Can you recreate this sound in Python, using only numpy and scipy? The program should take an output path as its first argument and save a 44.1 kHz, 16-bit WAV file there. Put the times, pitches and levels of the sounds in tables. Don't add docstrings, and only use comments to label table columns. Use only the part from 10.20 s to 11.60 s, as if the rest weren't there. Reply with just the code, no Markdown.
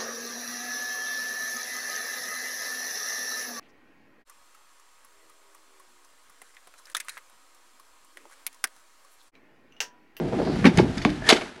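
import sys
import numpy as np
from scipy import signal
from scipy.fft import rfft, irfft
from scipy.io import wavfile
from scipy.ndimage import uniform_filter1d

SR = 44100
rng = np.random.default_rng(int(sys.argv[2]) if len(sys.argv) > 2 else 0)


def log_audio(samples):
    frames = np.atleast_2d(samples).T
    limited = np.clip(frames, -1, 1)
    pcm = np.round(limited * 32767).astype(np.int16)
    wavfile.write(sys.argv[1], SR, pcm)


def ratio(d):
    e = np.asarray(d, float) / 20
    return 10 ** e


N = 61739


def evened(x):
    return x / np.sqrt(np.mean(x ** 2) + 1e-20)


def read(points, hz):
    f, value = np.transpose(points)
    return np.interp(np.log(hz + 1), np.log(f + 1), value)


def add(mix, start_s, sound):
    part = mix[round(start_s * SR):][:len(sound)]
    part += sound[:len(part)]


def colour(x, points):
    gain = ratio(read(points, np.fft.rfftfreq(len(x), 1 / SR)))
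    return evened(irfft(rfft(x) * gain, len(x)))


def resonate(x, hz, width_hz):
    turn = np.exp(2j * np.pi * hz * np.arange(len(x)) / SR)
    r = np.exp(-np.pi * abs(width_hz) / SR)
    return 2 * (turn * signal.lfilter([1 - r], [1, -r], x / turn)).real


def band(x, lo_hz, hi_hz):
    sos = signal.butter(3, [lo_hz, hi_hz], "bandpass", fs=SR, output="sos")
    return signal.sosfilt(sos, x)


def rolling():
    # t/s, rumble level/dB, hiss over rumble/dB, boom lift (and clatter cut)/dB
    course = [(0, -25, -22.5, -2.5), (.1, -29.5, -15, -1.5), (.2, -27.5, -13.5, -4.5),
              (.3, -28.5, -14.5, -3.5), (.4, -28, -10, 6), (.52, -26.5, -18.5, -2), (.56, -26.5, -10, 4),
              (.66, -24.5, -18, 4.5), (.74, -32, -8, 2.5), (.83, -33.5, -9, 9), (.95, -34.5, -7, 2),
              (1.029, -38, -7, 8.5), (1.084, -33.5, 5.5, -4), (1.15, -37, 3.5, -24), (1.2, -47, 8.5, -21.5),
              (1.26, -44.5, 4, -13), (1.31, -53, 6, -8), (1.4, -53.5, 3, -14.5)]
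    # f/Hz, density/dB per Hz
    rumble_spectrum = [(12, -52), (20, 0), (229, -1), (265, -10.5), (427, -3), (552, -27), (741, -5),
                       (1130, -21), (1600, -22), (2080, -35), (3520, -120)]
    # f/Hz, density/dB per Hz
    hiss_spectrum = [(530, -5), (900, -1.5), (1130, -8.5), (1190, -4), (1690, -3), (2590, -8),
                     (4110, -11.5), (5910, -17.5), (11600, -29.5), (15100, -62), (22000, -120)]
    # f/Hz, width/Hz, level/dB
    deck_modes = [(170, 76, -1), (257, 71, 0.5), (350.6, 68.6, 0.5), (433, 99, -9), (604, 100, -8),
                  (800, 150, -24)]
    grit_per_s, grit_spread_db, deck_share = 1500, 2.5, 0.6
    boom_hz, clatter_hz, clatter_loss = 128, 330, 0.67
    wheel_hz, wheel_s, wheel_db = 13.6, 0.213, 2
    whine_hz, whine_width_hz, whine_db, whine_s, whine_long_s = 4500, 560, -47.5, 0.29, 0.076
    air_db = -82

    t = np.arange(N) / SR
    course_s, *levels = np.transpose(course)
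    rumble_db, hiss_db, boom_lift_db = (np.interp(t, course_s, level) for level in levels)
    chance, size = rng.random(N), rng.exponential(1, N)
    rough, hiss_noise, air = rng.standard_normal((3, N))

    jolt = np.sign(rough) * ratio(grit_spread_db * np.minimum(size, 5))
    grit = evened(jolt * (chance < grit_per_s / SR))
    deck = evened(sum(ratio(db) * evened(resonate(resonate(grit, hz, width), hz, 3 * width))
                      for hz, width, db in deck_modes))
    ground = colour(grit + 0.89 * rough, rumble_spectrum)
    rumble = evened(deck_share * deck + (1 - deck_share) * ground)

    pump_db = wheel_db * np.cos(2 * np.pi * (t - wheel_s) * wheel_hz)
    boom = ratio(boom_lift_db) * band(rumble, 32, boom_hz)
    body = ratio(0.17 * boom_lift_db) * band(rumble, boom_hz, clatter_hz)
    clatter = ratio(-clatter_loss * boom_lift_db + pump_db) * band(rumble, clatter_hz, 4500)
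    rumble = boom + body - clatter

    flutter = ratio(0.91 * evened(uniform_filter1d(abs(grit), 300) - np.mean(abs(grit))))
    hiss = colour(hiss_noise * flutter, hiss_spectrum)
    whine = evened(band(air, whine_hz - whine_width_hz, whine_hz + whine_width_hz))
    whine = ratio(whine_db) * whine * np.exp(-((t - whine_s) / whine_long_s) ** 2)
    return ratio(rumble_db) * (rumble + ratio(hiss_db) * hiss) + whine + ratio(air_db) * air


def crack(s, db, hz, t60_s, noise):
    # f/Hz, density/dB per Hz
    broad_spectrum = [(180, -27), (300, -6.5), (823, -1), (1000, -2.5), (2160, 0.5), (2840, -12),
                      (3800, -7.5), (5400, -13), (11600, -21.5), (15100, -45), (22000, -120)]
    # f/Hz, width/Hz, level/dB
    truck_modes = [(2193, 88, 5.5), (3002, 59, 4), (3500, 27, 0.5), (3624, 30, -1), (3860, 35, -6),
                   (4460, 41, -1), (4980, 45, -3), (6440, 39, -4), (1614, 63, 1.5)]
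    rise_s, softer, snap = 0.00072, 0.11, 8.9
    broad_db, broad_top, sheen_db, ring_db, trim_db = -2, 1.91, -3.5, -5, -1.6

    t = np.arange(len(noise)) / SR
    rise = 1 - np.exp(-t / (rise_s * ratio(-softer * db)))
    shape = rise * ratio(-60 * t / max(t60_s, 0.008))
    blow = noise * shape - snap * ratio(softer * db) * (np.arange(len(t)) == 20)
    struck = band(blow, hz / 1.56, hz * 1.31)

    burst = colour(noise, broad_spectrum) * shape
    sheen = ratio(sheen_db + 6 * np.log2(hz / 2800)) * band(burst, 5600, 22000)
    broad = band(burst, 260, min(broad_top * hz, 16000)) + sheen

    ring = 0
    for f, width, mode_db in truck_modes:
        width = width + 25
        near = ratio(mode_db - 6.0 * abs(np.log2(f / hz)))
        ring = ring + near * resonate(resonate(blow, f, width), f, 1200) / np.sqrt(width)

    both = struck / abs(struck).max()
    both = both + ratio(broad_db) * broad / abs(broad).max()
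    both = both + ratio(ring_db) * ring / abs(ring).max()
    return s - 0.0005, ratio(db + trim_db) * both


def cracks(out):
    # t/s, peak level/dB, centre f/Hz, t60/s
    strikes = [(0.127, -50, 1060, 0.029), (.357, -29, 1780, 0.02), (.411, -38, 2270, 0.025),
               (0.4431, -14.5, 1520, 0.17), (0.4539, -9, 2140, 0.061), (.4650, -12, 2270, 0.053),
               (.471, -21, 4500, 0.072), (0.5741, -14, 5500, 0.0086), (0.5842, -12.5, 2180, 0.044),
               (0.5955, -24.5, 4250, 0.11), (0.775, -26, 1630, 0.068), (0.7805, -25, 4800, 0.024),
               (.817, -27, 2110, 0.021), (0.821, -30.5, 4500, 0.079), (0.85, -7, 2370, 0.011),
               (.856, -28.5, 3870, 0.093), (0.9023, -27, 3500, 0.019), (1.0913, 1.5, 3870, 0.023),
               (1.0962, -7, 4800, 0.043), (1.1010, 0.5, 2780, 0.028), (1.1082, -3.5, 3500, 0.025),
               (1.1027, -10, 6650, 0.11), (1.1236, -12.5, 2610, 0.059), (1.1269, -6.5, 2500, 0.011),
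               (1.1311, -11, 4400, 0.026), (1.1606, -22, 2450, 0.014), (1.166, -19, 3500, 0.021),
               (1.1734, -22, 2420, 0.011), (1.211, -26, 2200, 0.023), (1.2184, -27.5, 2500, 0.02),
               (1.2238, -33, 2120, 0.029), (1.0886, -7.5, 3100, .03), (1.1065, -14, 2400, 0.026),
               (1.1131, -19, 3500, 0.025), (1.1015, -11.5, 10400, 0.013), (1.0912, -9, 9800, 0.02),
               (.5745, -18, 9000, 0.014), (0.8924, -27.5, 1780, 0.015)]
    for row, noise in zip(strikes, rng.standard_normal((len(strikes), 6000))):
        add(out, *crack(*row, noise))


def thud(s, db, hz, t60_s, noise):
    overtone, overtone_db, rattle_share = 1.69, -15, 0.21
    t = np.arange(len(noise)) / SR
    decay_db = -60 * t / max(t60_s, 0.02)
    tone = -np.sin(2 * np.pi * hz * t)
    tone = tone + ratio(overtone_db + decay_db) * np.sin(2 * np.pi * overtone * hz * t)
    rattle = evened(band(noise, 0.58 * hz, 3 * hz)) * np.minimum(t / 0.0027, 1)
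    rise = np.sin(np.pi / 2 * np.minimum(t * hz * 1.2, 1)) ** 2
    return s - 0.5 / hz, ratio(db + decay_db) * rise * (tone + rattle_share * rattle)


def thuds(out):
    # t/s, peak level/dB, pitch/Hz, t60/s
    blows = [(.4463, -8, 211, 0.045), (0.4519, 0, 231, 0.068), (0.4595, -6, 303, 0.049),
             (0.4629, -2.5, 223, .04), (.47, -1.5, 259, 0.046), (.474, 1, 245, 0.026),
             (0.4859, -7.5, 199, 0.063), (.464, -15.5, 886, 0.066), (0.5784, -6.5, 166, 0.097),
             (.589, -12.5, 849, 0.051), (.5972, -3, 338, .03), (.6, -4, 360, 0.046),
             (0.6064, -18, 197, 0.044), (.611, -3.5, 149, .045), (.628, -14, 235.5, .1),
             (.772, -20, 215, 0.057), (.8508, -13, 695, 0.028), (0.855, -7, 232.5, 0.072),
             (.8512, -12, 1126, 0.025), (0.95, -25, 122, 0.05), (1.022, -26.5, 646, 0.044),
             (1.097, -18, 507, 0.018), (1.1063, -11.5, 760, 0.045), (1.1168, -12.5, 624, 0.032),
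             (1.123, -6.5, 408, 0.02), (1.1272, 4.5, 330, .02), (1.1312, -9.5, 251, 0.037),
             (1.139, -22, 249, 0.022), (1.17, -25.5, 1455, 0.043), (1.185, -27.5, 800, 0.035),
             (1.218, -25, 642, 0.062), (0.126, -16, 490, 0.016), (.132, -16.5, 439, 0.038),
             (.142, -25, 700, .04), (0.182, -16, 303, 0.045), (.188, -21.5, 654, 0.026),
             (.2012, -11.5, 567, 0.023), (.205, -14.5, 300, 0.033), (0.2164, -15.5, 444, 0.034),
             (.229, -19.5, 430, .04), (.247, -26, 496, 0.025), (.2735, -17.5, 670, 0.024),
             (.277, -21, 420, 0.038), (.298, -11.5, 288, 0.054), (.362, -15.5, 222, 0.055),
             (.392, -23, 170, 0.054)]
    for row, noise in zip(blows, rng.standard_normal((len(blows), 9000))):
        add(out, *thud(*row, noise))


def ramp_tap(out):
    # f/Hz, level/dB, t60/s
    ramp_modes = [(194, -8, .3), (301, 0, .25), (262, -11, .2), (441, -14, .13), (603, -13, .15),
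                  (834, -18, .15)]
    tap_s, tap_db, rise_s = 0.8636, -16.5, 0.0026
    t = np.arange(SR // 2) / SR
    ring = sum(ratio(tap_db + db - 60 * t / t60_s) * np.sin(2 * np.pi * hz * t)
               for hz, db, t60_s in ramp_modes)
    add(out, tap_s, np.minimum(t / rise_s, 1) * ring)


def scrapes(out):
    # middle t/s, level/dB, length/s, low f/Hz, high f/Hz
    drags = [
        (0.777, -46.5, 0.024, 4400, 8800),
        (0.817, -51, .03, 4300, 6850),
        (1.075, -43, .04, 2500, 8000),
    ]
    for s, db, length_s, lo_hz, hi_hz in drags:
        grain = rng.standard_normal(4000)[:int(length_s * SR)]
        rasp = evened(band(grain * abs(grain), lo_hz, hi_hz))
        add(out, s - length_s / 2, ratio(db) * np.hanning(len(grain)) * rasp)


def squeaks(out):
    # t/s, level/dB, length/s, f/Hz
    chirrups = [
        (.7795, -34.5, 0.0047, 5020),
        (.818, -37, 0.0062, 4500),
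        (1.019, -37, 0.01, 1700),
        (1.04, -35.5, 0.011, 1750),
        (1.052, -35, 0.01, 1730),
        (1.066, -29, 0.0076, 1830),
        (1.076, -25, 0.0089, 1750),
    ]
    for s, db, length_s, hz in chirrups:
        t = np.arange(0, length_s, 1 / SR)
        swell = np.sqrt(2) * np.sin(np.pi * t / length_s)
        add(out, s, ratio(db) * swell * np.sin(2 * np.pi * hz * t))


def knocks():
    out = np.zeros(N)
    for source in (cracks, thuds, ramp_tap, scrapes, squeaks):
        source(out)
    return band(out, 83, 14600)


def yard(hits):
    # f/Hz, t60/s
    yard_decay = [(150, 0.37), (600, 0.24), (2000, 0.18), (6000, 0.23), (12000, 0.27)]
    yard_db, bass_db = -12.5, -5
    taps = np.zeros(SR // 2)
    at = np.arange(300, len(taps) - 20, 20)
    taps[at + rng.integers(0, 20, len(at))] = rng.choice([-1., 1.], len(at))
    hz, t, z = signal.stft(taps, SR, nperseg=256)
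    decay = ratio(-60 * t / read(yard_decay, hz)[:, None])
    tail = signal.istft(z * decay, SR, nperseg=256)[1]

    bass = signal.sosfiltfilt(signal.butter(2, 600, fs=SR, output="sos"), hits)
    sent = hits + (ratio(bass_db) - 1) * bass
    return ratio(yard_db) * signal.fftconvolve(sent, tail / np.linalg.norm(tail))[:N]


def scene():
    hits = knocks()
    return (rolling() + hits + yard(hits))[None]


def band_limit(x):
    return signal.sosfilt(signal.butter(12, 16000, fs=SR, output="sos"), x)


def record(dry):
    ceiling, edge_hz, edge_db = 1.84, 11600, -12
    x = ceiling * np.tanh(dry / ceiling)
    edge = signal.firwin(511, edge_hz, window=("kaiser", 9), fs=SR)
    low = signal.oaconvolve(x, edge[None], "same")
    loud = np.clip(uniform_filter1d(abs(band(x, 2500, 9000)), 200) * 5, 0, 1) ** 4
    mix = low + ratio(edge_db) * loud * (x - low)
    return band_limit(np.clip(mix, -1, 1))


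dry = scene()
out = record(dry)
log_audio(out)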